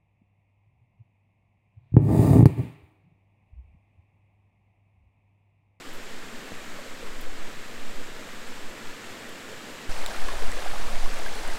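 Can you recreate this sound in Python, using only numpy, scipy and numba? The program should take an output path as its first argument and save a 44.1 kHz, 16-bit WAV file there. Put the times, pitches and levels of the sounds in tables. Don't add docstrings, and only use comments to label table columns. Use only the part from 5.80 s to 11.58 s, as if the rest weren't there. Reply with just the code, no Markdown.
import sys
import numpy as np
from scipy import signal
from scipy.fft import rfft, irfft
from scipy.io import wavfile
from scipy.ndimage import uniform_filter1d
from numba import njit

SR = 44100
rng = np.random.default_rng(int(sys.argv[2]) if len(sys.argv) > 2 else 0)


def wav_record(signal):
    frames = np.transpose(np.atleast_2d(signal))
    bounded = np.clip(frames, -1, 1)
    quanta = np.round(bounded * 32767).astype(np.int16)
    wavfile.write(sys.argv[1], SR, quanta)


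N = 254898
EDGE_S = 4.0935


def stream_from_bank():
    # frequency_hz, level_db
    colour = [(50, -19), (100, -3.5), (130, -8.5), (240, 0.5), (340, -3), (450, -2), (620, -5.5),
              (850, -8.5), (1750, -5.5), (4000, -13.5), (6000, -18.5), (7600, -16), (9800, -27),
              (12500, -26), (15700, -33)]
    # frequency_hz, share
    bubbling = [(170, 0.08), (260, 0.39), (480, 0.17), (1200, 0.38), (3000, 0.29), (12000, 0.01)]
    cloud = bubble_cloud(cycles=29.7, spread_db=2.5, rise=0.044, count=50000)
    growth_db_per_s = 0.16
    level_db = -42 + growth_db_per_s * (np.arange(N) / SR - 2)
    return from_db(level_db) * water(colour, bubbling, cloud, surge_db=0.45, surge_hz=7.3)


def stream_from_edge():
    # frequency_hz, level_db
    colour = [(60, -31), (135, -10), (210, -2.5), (300, -6.5), (430, -2.5), (740, -1), (950, -4),
              (1650, -4.5), (3000, -10), (4300, -12), (6000, -15.5), (8000, -17), (10500, -23),
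              (15700, -30.5)]
    # frequency_hz, share
    bubbling = [(170, 0.29), (500, 0.6), (1500, 0.46), (4000, 0.27), (12000, 0.21)]
    cloud = bubble_cloud(cycles=27.0, spread_db=3.0, rise=0.15, count=28000)
    return from_db(-37) * water(colour, bubbling, cloud, surge_db=0.06, surge_hz=4.6)


def water(colour, bubbling, cloud, surge_db, surge_hz):
    share = np.clip(at_hz(bubbling, bin_hz()), 0, 1)
    spray = rms_one(rng.standard_normal(N) * from_db(surge_db * drift(surge_hz)))
    mixed = irfft(np.sqrt(share) * rfft(cloud) + np.sqrt(1 - share) * rfft(spray), N)
    return coloured(mixed, colour)


def bubble_cloud(cycles, spread_db, rise, count):
    when, smallness, strength, ring_length = rng.random((count, 4)).T
    pitches = 16000 * (.07 + .93 * smallness) ** 2
    loudness_db = spread_db * np.minimum(-np.log(1 - strength), 4)
    heights = from_db(loudness_db) * pitches ** (3 / 4)
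    return rms_one(ring_bubbles(when * N / SR, pitches, heights, cycles * (.5 + ring_length), rise))


@njit
def ring_bubbles(times, pitches, heights, cycles, rise):
    out = np.zeros(N)
    for k in range(len(times)):
        start, length = int(times[k] * SR), int(cycles[k] / pitches[k] * SR)
        for i in range(max(0, -start), min(length, N - start)):
            age = i / length
            turns = cycles[k] * age * (1 + rise * (age - .3) / 2)
            envelope = np.exp(-np.log(1000) * age) * min(turns * 2, 1)
            out[start + i] += heights[k] * envelope * np.sin(2 * np.pi * turns)
    return out


def gurgles():
    # start_s, pitch_hz, level_db
    pockets = [(0.524, 226, -39), (0.989, 594, -33), (1.060, 520, -35.5), (1.227, 482, -30.5),
               (1.467, 493, -35.5), (2.395, 623, -37.5), (3.726, 493, -33.5), (4.346, 1320, -29),
               (4.486, 1076, -22.5), (4.4855, 1700, -25), (4.621, 440, -29), (4.724, 2000, -25),
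               (4.771, 512, -29.5), (4.861, 770, -25), (5.084, 1170, -28.5), (5.261, 1050, -28),
               (5.463, 1620, -24), (5.484, 2020, -25)]
    # start_s, level_db, centre_hz
    splashes = [(4.484, -28, 1400), (4.822, -32, 900), (5.460, -29, 700)]
    times, pitches, level_db = np.array(pockets, float).T
    rings = ring_bubbles(times, pitches, from_db(level_db), cycles=np.full(len(times), 28.4), rise=0.086)
    width_hz, t60_s = 1100, 0.056
    slaps = bursts([(*splash, width_hz, t60_s) for splash in splashes])
    return off_rocks(rings + slaps)


def off_rocks(x):
    # delay_s, level_db
    echoes = [(.0037, -16), (.0071, -14), (.0127, -14), (.021, -16)]
    out = x.copy()
    for delay_s, level_db in echoes:
        add(out, delay_s, from_db(level_db) * x)
    return out


def leaf_litter():
    # start_s, level_db, centre_hz, width_hz, t60_s
    scuffs = [(0.131, -50, 12500, 5000, .3), (1.262, -37, 1200, 1200, 0.18),
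              (1.410, -40.5, 12000, 4500, 0.076)]
    # start_s, level_db, centre_hz
    ticks = [(3.492, -34, 10600), (4.717, -27, 6700), (5.243, -35, 11000), (5.389, -30, 7200),
             (5.677, -31, 8500)]
    # pitch_hz, level_db, t60_s
    twig = [(3750, -20.5, .0028), (7450, -22.5, .0025), (14200, -29, .0018)]
    tick_width_hz, tick_t60_s = 1700, 0.01
    out = bursts(scuffs) + bursts([(*tick, tick_width_hz, tick_t60_s) for tick in ticks])
    snap_s, gap_s = 4.2621, .00053
    for pitch_hz, level_db, t60_s in twig:
        t, decay = dying(t60_s)
        for start_s in (snap_s, snap_s + gap_s):
            add(out, start_s, from_db(level_db) * decay * np.sin(2 * np.pi * pitch_hz * t))
    return out


def thuds():
    # pitch_hz, level_db, t60_s
    soil = [(75.5, -38, 0.043), (188, -36, 0.039), (516, -26, 0.0074)]
    boot_s = 0.7198
    out = np.zeros(N)
    for pitch_hz, level_db, t60_s in soil:
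        t, decay = dying(t60_s)
        add(out, boot_s, from_db(level_db) * decay * np.cos(2 * np.pi * pitch_hz * t))
    _, thump = dying(t60_s=0.068)
    add(out, EDGE_S, from_db(-24) * thump)
    return signal.sosfilt(signal.butter(2, 1100, fs=SR, output="sos"), out + 1e-18)


def wind():
    # frequency_hz, level_db
    swell_colour = [(1, 2), (3, 1.5), (6, -2), (11, -5), (16, -25), (24, -32.5), (50, -58), (100, -120)]
    # frequency_hz, level_db
    rumble_colour = [(12, -27), (22, 1.5), (33, -0.5), (50, -18), (80, -20), (160, -53), (400, -80)]
    calm_swell_db, calm_rumble_db = -43.5, -78
    strength_db = wind_strength()
    swell = from_db(calm_swell_db + 0.68 * strength_db) * eddies(swell_colour, window_samples=9000)
    rumble = from_db(calm_rumble_db + strength_db) * eddies(rumble_colour, window_samples=5000)
    return swell + rumble


def wind_strength():
    # peak_s, length_s, over_breeze_db
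    gusts = [(0.08, 1, 20), (0.88, 0.23, 19), (1.475, 0.55, 31.5), (2.127, 0.41, 29.5), (2.84, 0.68, 20),
             (4.603, 0.34, 10), (5.17, 0.43, 10.5)]
    t = np.arange(N) / SR
    gusting = sum((from_db(over_breeze_db) - 1) * np.exp(-2 * np.pi * ((t - peak_s) / length_s) ** 2)
                  for peak_s, length_s, over_breeze_db in gusts)
    edge_breeze_db, rise_s = 34, 0.024
    exposed = np.clip((t - EDGE_S) / rise_s + .5, 0, 1)
    return 20 * np.log10(1 + gusting) + edge_breeze_db * exposed


def eddies(colour, window_samples):
    flow = coloured(rng.standard_normal(N), colour)
    power = uniform_filter1d(uniform_filter1d(flow ** 2, window_samples), window_samples)
    return flow / np.sqrt(power + .1)


def bursts(rows):
    out = np.zeros(N)
    for start_s, level_db, centre_hz, width_hz, t60_s in rows:
        t, decay = dying(t60_s)
        radius = np.exp(-np.pi * width_hz / SR)
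        resonance = [1, -2 * radius * np.cos(2 * np.pi * centre_hz / SR), radius ** 2]
        spurt = signal.lfilter([1, 0, -1], resonance, rng.standard_normal(len(t)))
        add(out, start_s, from_db(level_db) * rms_one(spurt) * decay / 2)
    return out


def dying(t60_s):
    t = np.arange(SR // 5) / SR
    return t, from_db(-60 * t / t60_s)


def drift(rate_hz):
    return rms_one(irfft(rfft(rng.standard_normal(N)) / (1 + (bin_hz() / rate_hz) ** 2), N))


def coloured(x, colour):
    return rms_one(irfft(rfft(x) * from_db(at_hz(colour, bin_hz())), N))


def at_hz(points, hz):
    table_hz, values = np.transpose(points)
    return np.interp(np.log(np.maximum(hz, 1)), np.log(table_hz), values)


def bin_hz():
    return np.arange(N // 2 + 1) * SR / N


def from_db(db):
    return 10 ** (np.asarray(db) / 20)


def rms_one(x):
    return x / np.sqrt(np.mean(x ** 2) + 1e-20)


def add(out, start_s, sound):
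    start = int(np.clip(round(start_s * SR), 0, N))
    out[start:start + len(sound)] += sound[:N - start]


def scene():
    stream = np.where(np.arange(N) / SR < EDGE_S, stream_from_bank(), stream_from_edge())
    return (stream + gurgles() + leaf_litter() + thuds() + wind())[None]


def record(dry):
    cutoff_hz = 15800
    return signal.sosfilt(signal.ellip(12, .1, 80, cutoff_hz, fs=SR, output="sos"), dry)


dry = scene()
out = record(dry)
wav_record(out)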